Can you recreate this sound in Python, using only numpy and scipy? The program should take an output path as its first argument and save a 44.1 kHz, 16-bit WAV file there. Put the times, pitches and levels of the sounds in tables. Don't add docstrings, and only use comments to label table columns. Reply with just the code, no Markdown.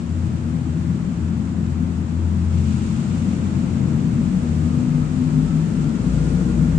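import sys
import numpy as np
from scipy import signal
from scipy.fft import rfft, irfft, next_fast_len
from scipy.io import wavfile

SR = 44100
rng = np.random.default_rng(int(sys.argv[2]) if len(sys.argv) > 2 else 0)


def transcribe(u):
    v = np.clip(np.atleast_2d(u).T, -1, 1)
    q = np.round(v * 32767).astype(np.int16)
    wavfile.write(sys.argv[1], SR, q)


N = 298998
TIME_S = np.arange(N) / SR
GRID = next_fast_len(N + 8192)
HZ = np.maximum(np.arange(GRID // 2 + 1) * SR / GRID, 1)

# (time [s], firing rate [1/s])
FIRING_RATE = [(0, 38.6), (.8, 42.5), (1.5, 43.5), (2.2, 41.9), (2.7, 43.9), (3.5, 45), (4.2, 47.6),
               (4.7, 49), (5.0, 50.3), (5.6, 53.1), (6.25, 56.1), (6.78, 57.6)]
# (time [s], level [dB])
FIRING_LEVEL = [(0, -50), (2, -49.5), (4, -43), (4.3, -35), (4.6, -38), (4.8, -51.5), (5.02, -30.5),
                (5.2, -41.5), (5.45, -30), (5.6, -40.5), (5.8, -29.5), (5.95, -36.5), (6.2, -22.5),
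                (6.45, -28), (6.7, -23.5), (6.78, -26)]
# (time [s], level [dB])
THIRD_LEVEL = [(0, -38), (.8, -29), (1.5, -38.5), (2.2, -47), (2.7, -27), (3.5, -32), (4.2, -33), (5, -34),
               (5.8, -36), (6.3, -29.5), (6.78, -24)]
# (time [s], pitch [Hz], level [dB])
FOURTH_ORDER = [(0, 162, -35.5), (.5, 159.7, -30.5), (.9, 167.6, -24), (1.3, 170, -30.5),
                (1.75, 171.6, -30), (2.15, 169.8, -35.5), (2.5, 171.9, -25.5), (2.9, 175.2, -29),
                (3.4, 178.6, -31), (3.8, 183.7, -30), (4.07, 187, -25), (4.2, 185.9, -31.5),
                (4.33, 184.1, -20), (4.55, 191.2, -33), (4.9, 200.4, -43), (5.4, 209.4, -33),
                (5.8, 225.3, -28), (6.3, 226.1, -34.5), (6.78, 232.4, -29.5)]
# (time [s], pitch [Hz], level [dB])
FIFTH_ORDER = [(0, 195, -32.5), (.8, 207.6, -37), (1.4, 214.5, -28), (2.1, 209.8, -38), (2.7, 216.3, -24.5),
               (3.3, 227.4, -28), (3.6, 224.5, -53), (3.95, 232, -24), (4.25, 235.6, -26),
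               (4.5, 238.2, -24.5), (4.9, 247.4, -25), (5.15, 249.5, -27.5), (5.38, 254.2, -23),
               (5.55, 260, -37.5), (6.0, 270.6, -38.5), (6.78, 285.3, -42.5)]
# (multiple of firing rate [1], relative level [dB])
OTHER_ORDERS = [(.5, -12.5), (2, -11), (2.5, -14.5), (3.5, -13), (4.5, -7), (5.5, -10.5), (6, -3.5),
                (7, -12.5), (8, -10)]
# (frequency [Hz], gain [dB])
SILENCER_GAIN = [(20, -11.5), (100, 7.5), (130, 8), (255, -0.5), (280, -1.5), (345, -12.5), (400, -11),
                 (520, -17.5)]
OTHER_ORDERS_DB = -30

# (time [s], pitch [Hz], level [dB])
LOW_BOOM_TRACK = [(0, 79.2, -36.5), (.17, 85.9, -20), (.4, 86.8, -29.5), (.52, 83.2, -29),
                  (.65, 80.7, -28.5), (.83, 84.25, -25), (1.0, 86.1, -32.5), (1.09, 84.1, -32),
                  (1.22, 83, -24.5), (1.35, 82.24, -31), (1.55, 83.46, -28), (1.95, 82.86, -24),
                  (2.25, 83.5, -20.5), (2.6, 84.4, -19), (2.8, 83.8, -28), (2.95, 84, -32.5),
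                  (3.2, 88.53, -28.5), (3.6, 86.1, -26.5), (3.8, 83.1, -30), (4.1, 83.9, -32),
                  (4.25, 85.46, -40), (4.65, 83.2, -20), (4.78, 85, -32), (4.9, 87.97, -46),
                  (5.12, 88.73, -28), (5.6, 87.9, -42), (6.4, 85.04, -33), (6.78, 83.4, -29.5)]
HIGH_BOOM_TRACK = [(3.5, 152, -55), (3.75, 153.1, -40), (3.97, 151.8, -24.5), (4.2, 152, -34),
                   (4.4, 153, -29.5), (4.63, 157, -20.5), (4.85, 153.4, -28), (4.97, 152.3, -19),
                   (5.2, 153.8, -26.5), (5.35, 152.1, -16.5), (5.5, 158.3, -24), (5.58, 159.3, -14.5),
                   (5.68, 157.5, -27.5), (5.82, 150.6, -19.5), (5.95, 154, -28.5), (6.2, 152.8, -19),
                   (6.33, 152.4, -28), (6.57, 153.9, -20), (6.78, 157.4, -19.5)]
# (time [s], level [dB])
MIDDLE_BOOM_LEVEL = [(0, -45), (1.6, -39), (2.3, -53), (3, -40), (3.55, -42), (3.85, -27.5), (4.1, -33.5),
                     (4.6, -47), (4.851, -32), (5.3, -46), (5.8, -36), (6.78, -38)]
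MIDDLE_BOOM_HZ = 126.4
FLUTTER_PITCH_HZ, FLUTTER_DB, FLUTTER_WAVER_HZ = 85.43, -37, 16
# (time [s], pitch [Hz], level [dB])
EARLY_HUM_TRACK = [(.15, 318, -55), (.35, 317, -38.5), (.7, 322, -41), (1.1, 316, -43), (1.4, 316, -61.5)]
LATE_HUM_TRACK = [(4.4, 190, -63), (4.7, 190, -27.5), (5.2, 188, -39.5), (5.8, 184, -40), (6.15, 181, -28),
                  (6.5, 183, -30), (6.78, 185, -27.5)]
# (time [s], level [dB])
THROB_LEVEL = [(0, -41.5), (1.0, -43), (1.5, -45), (2.0, -46.5), (2.7, -38), (3.2, -47), (3.8, -47),
               (5.1, -43.5), (5.4, -38), (5.8, -40), (6.2, -44), (6.78, -40)]
# (frequency [Hz], relative density [dB per Hz])
THROB_SPECTRUM = [(55, -28), (64, 5.5), (72, 7.5), (78, 0), (88, -35)]

# (time [s], multiple of firing rate [1], level [dB])
WHINE_TRACK = [(4.0, 25.2, -80), (4.3, 25.1, -64), (4.55, 25.2, -63), (4.7, 25.2, -53), (4.8, 25.2, -59),
               (4.93, 25.3, -52), (5.07, 25.1, -52), (5.17, 25, -62), (5.4, 25, -57), (5.52, 24.9, -51),
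               (5.66, 25.2, -58), (5.8, 25.3, -55.5), (5.97, 25, -55), (6.07, 25.2, -57),
               (6.22, 25.4, -52.5), (6.35, 25.1, -56), (6.5, 25.0, -55.5), (6.78, 25, -55)]
# (delay [s], gain [dB])
WHINE_ECHOES = [(0.17, -12), (0.34, -16)]

# (time [s], level [dB])
GROWL_LEVEL = [(0, -71.5), (2.8, -63.5), (3.3, -48.5), (4.1, -50), (4.35, -46), (4.8, -44.5), (5.1, -49),
               (5.6, -48), (5.95, -47.5), (6.15, -39.5), (6.45, -40.5), (6.6, -45.5), (6.78, -43)]
# (frequency [Hz], relative density [dB per Hz])
GROWL_SPECTRUM = [(415, -30), (438, -4), (455, 0), (480, 0), (500, -9), (550, -10), (620, -17), (680, -30)]
# (time [s], level [dB])
EXHAUST_LEVEL = [(0, -30), (.9, -25.5), (2.2, -26), (2.7, -24.5), (3.0, -25), (3.3, -23), (4, -21),
                 (4.4, -24.5), (5.3, -23.5), (5.8, -22), (6.78, -21.5)]
# (frequency [Hz], relative density [dB per Hz])
EXHAUST_SPECTRUM = [(12, -37), (28, -14), (38, -33.5), (55, -12.5), (62, -14.5), (70, -24.5), (80, -21.5),
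                    (92, -8), (106, -13), (125, -1), (140, -3), (180, 2), (200, -2.5), (225, -0.5),
                    (255, -3), (275, -11.5), (295, -13.5), (318, -8), (342, -14), (355, -18.5),
                    (410, -21.5), (430, -40), (600, -63)]
# (time [s], level [dB])
TYRE_INTAKE_LEVEL = [(0, -45), (.4, -43), (2.4, -42.5), (2.9, -41.5), (3.3, -39.5), (4, -39.5), (4.6, -40),
                     (5.7, -39.5), (6.3, -38.5), (6.78, -38)]
# (frequency [Hz], relative density [dB per Hz])
TYRE_INTAKE_SPECTRUM = [(180, -31.5), (300, -7), (400, -10.5), (425, -11), (500, -12.5), (741, -17.5),
                        (1310, -21), (1850, -25), (2500, -35), (3250, -74.5)]

TURN_S, TURN_LASTS_S, SETTLE_S = 2.445, 0.24, 0.86
# (frequency [Hz], relative density [dB per Hz])
BAY_SPECTRUM = [(800, -26.5), (1100, -4), (1300, 2), (1450, -1), (1650, -13.5), (2200, -5.5), (2700, -3.5),
                (3100, -7), (3620, -8.5), (5710, -11), (7310, -7), (8860, -13), (9500, -12.5),
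                (12400, -51.5)]
BAY_START_DB, BAY_RISE_DB_PER_S, BAY_OPEN_DB, BAY_FACING_DB = -53, 0.09, 3.0, 6.5
BAY_FLICKER_DB, BAY_FLICKER_HZ = 0.53, 26.0
# (frequency [Hz], relative density [dB per Hz])
SHEEN_SPECTRUM = [(9000, -37), (9700, 6.5), (10300, 1.5), (12000, -1), (13000, -3), (15000, -9),
                  (16000, -15.5)]
SHEEN_START_DB, SHEEN_RISE_DB_PER_S, SHEEN_OPEN_DB = -90, 2, 1.5
HISS_EDGE_HZ = 10056

# (frequency [Hz], relative density [dB per Hz])
HALL_SPECTRUM = [(180, -33), (300, -7.5), (327, -3), (347, -10.5), (424, -21), (456, -16.5), (746, -17.5),
                 (913, -14.5), (4350, -34), (7320, -49), (9500, -56), (12400, -74.5), (20900, -120)]
HALL_DB = -46
# (frequency [Hz], left-right correlation [1])
PORT_LIKENESS = [(60, 1), (120, 1), (250, 0.87), (520, 0.58), (700, 0.54), (1000, -0.086), (1400, -0.25),
                 (2200, 0.21), (4510, -0.093), (9270, 0.047)]
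PORTS_UNLIKE_HZ = 520
# (frequency [Hz], left minus right [dB])
PORT_DIFFERENCE = [(60, 5.5), (180, 6.5), (320, 7), (560, 2.5), (1000, 3.5), (3000, 2.5), (4500, 1),
                   (5800, -1.5), (6900, -6), (7600, -6.5), (8300, 6), (9300, 6.5), (10500, 0.5),
                   (14000, -2.5)]
BASS_LAG_S, MOST_LAG_RAD = 0.00009, 0.2
CUTOFF_HZ = 15200


def from_db(db):
    return 10 ** (np.asarray(db) / 20)


def rms_one(x):
    return x / np.sqrt(np.mean(x ** 2) + 1e-20)


def in_time(rows):
    s, *columns = np.transpose(rows)
    return [np.interp(TIME_S, s, column) for column in columns]


def at_hz(points):
    hz, value = np.transpose(points)
    return np.interp(np.log(HZ), np.log(hz), value)


def drift(rate_hz):
    step = 40
    pole = np.exp(-2 * np.pi * rate_hz * step / SR)
    white = rng.standard_normal(N // step + 3002)
    slow = signal.lfilter([1], [1, -2 * pole, pole * pole], white)[3000:]
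    return np.interp(np.arange(N) / step, np.arange(len(slow)), rms_one(slow))


def tone(hz, steady, waver_hz):
    phase = 2 * np.pi * (np.cumsum(hz) / SR + rng.random())
    cosine, sine = np.cos(phase), np.sin(phase)
    mid = (steady + drift(waver_hz)) * cosine + drift(waver_hz) * sine
    side = drift(waver_hz) * cosine + drift(waver_hz) * sine
    unlike = min(np.mean(hz) / PORTS_UNLIKE_HZ, 1) ** 2
    return rms_one(mid) + unlike * rms_one(side) * [[1], [-1]]


def tracked_tone(rows, steady=8.0, waver_hz=6.0):
    hz, db = in_time(rows)
    return from_db(db) * tone(hz, steady, waver_hz)


def hall_noise(spectrum):
    mid, side = rfft(rng.standard_normal((2, GRID))) * from_db(at_hz(spectrum))
    alike = np.clip(at_hz(PORT_LIKENESS), -1, 1)
    common = np.sqrt(1 + alike) * mid
    opposed = np.sqrt(1 - alike) * side
    pair = irfft([common + opposed, common - opposed], GRID)[:, :N]
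    return pair / np.sqrt(np.mean(pair.mean(axis=0) ** 2))


def levelled_noise(level, spectrum):
    return from_db(in_time(level)[0]) * hall_noise(spectrum)


def engine():
    firing_hz = in_time(FIRING_RATE)[0]
    silencer_hz, silencer_db = np.transpose(SILENCER_GAIN)
    others = 0
    for multiple, db in OTHER_ORDERS:
        order_hz = multiple * firing_hz
        passed_db = db + np.interp(order_hz, silencer_hz, silencer_db)
        others = others + from_db(passed_db) * tone(order_hz, 1.0, 3.0)
    firing = from_db(in_time(FIRING_LEVEL)[0]) * tone(firing_hz, 4.5, 5.0)
    third = from_db(in_time(THIRD_LEVEL)[0]) * tone(3 * firing_hz, 2.0, 4.0)
    fourth = tracked_tone(FOURTH_ORDER, 3.0, 8.3)
    fifth = tracked_tone(FIFTH_ORDER, 2.2, 8.0)
    return firing + third + fourth + fifth + from_db(OTHER_ORDERS_DB) * rms_one(others)


def booms():
    middle = tracked_tone([(s, MIDDLE_BOOM_HZ, db) for s, db in MIDDLE_BOOM_LEVEL])
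    flutter = from_db(FLUTTER_DB) * tone(np.full(N, FLUTTER_PITCH_HZ), 0, FLUTTER_WAVER_HZ)
    return tracked_tone(LOW_BOOM_TRACK) + tracked_tone(HIGH_BOOM_TRACK) + middle + flutter


def hums():
    return tracked_tone(EARLY_HUM_TRACK, 1.3, 11.0) + tracked_tone(LATE_HUM_TRACK, 2.0, 6.0)


def gear_whine():
    multiple, db = in_time(WHINE_TRACK)
    direct = from_db(db) * tone(multiple * in_time(FIRING_RATE)[0], 1.2, 24.0)
    heard = direct
    for delay_s, echo_db in WHINE_ECHOES:
        late = np.pad(direct, [(0, 0), (int(delay_s * SR), 0)])[:, :N]
        heard = heard + from_db(echo_db) * late
    return heard


def throb():
    return levelled_noise(THROB_LEVEL, THROB_SPECTRUM)


def growl():
    return levelled_noise(GROWL_LEVEL, GROWL_SPECTRUM)


def exhaust_rumble():
    return levelled_noise(EXHAUST_LEVEL, EXHAUST_SPECTRUM)


def tyre_and_intake_roar():
    return levelled_noise(TYRE_INTAKE_LEVEL, TYRE_INTAKE_SPECTRUM)


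def nose():
    since = np.maximum(TIME_S - TURN_S, 0)
    opened = 1 - np.exp(-since / TURN_LASTS_S)
    return opened, opened * np.exp(-(since / SETTLE_S) ** 2)


def engine_bay_hiss():
    opened, facing = nose()
    db = BAY_START_DB + BAY_RISE_DB_PER_S * TIME_S + BAY_OPEN_DB * opened + BAY_FACING_DB * facing
    return from_db(db + BAY_FLICKER_DB * drift(BAY_FLICKER_HZ)) * hall_noise(BAY_SPECTRUM)


def airy_top():
    db = SHEEN_START_DB + SHEEN_OPEN_DB * nose()[0] + SHEEN_RISE_DB_PER_S * TIME_S
    return from_db(db) * hall_noise(SHEEN_SPECTRUM)


def hall_air():
    return from_db(HALL_DB) * hall_noise(HALL_SPECTRUM)


def scene():
    tones = engine() + booms() + hums() + gear_whine()
    car_noise = throb() + growl() + exhaust_rumble() + tyre_and_intake_roar() + engine_bay_hiss()
    edge = signal.cheby2(10, 40, HISS_EDGE_HZ, fs=SR, output="sos")
    return signal.sosfilt(edge, tones + car_noise + hall_air()) + airy_top()


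def record(dry):
    tilt = at_hz(PORT_DIFFERENCE) / 2
    left, right = from_db(tilt), from_db(-tilt)
    even = 2 / (left + right)
    late = np.exp(-1j * np.minimum(2 * np.pi * HZ * BASS_LAG_S, MOST_LAG_RAD))
    ports = even * np.array([left * late, right])
    margin = 2048
    padded = np.pad(dry, [(0, 0), (margin, margin)], "reflect", reflect_type="odd")
    heard = irfft(rfft(padded, GRID) * ports, GRID)[:, margin:margin + N]
    top_cut = signal.ellip(10, 0.5, 60, CUTOFF_HZ, fs=SR, output="sos")
    return signal.sosfilt(top_cut, heard)


dry = scene()
out = record(dry)
transcribe(out)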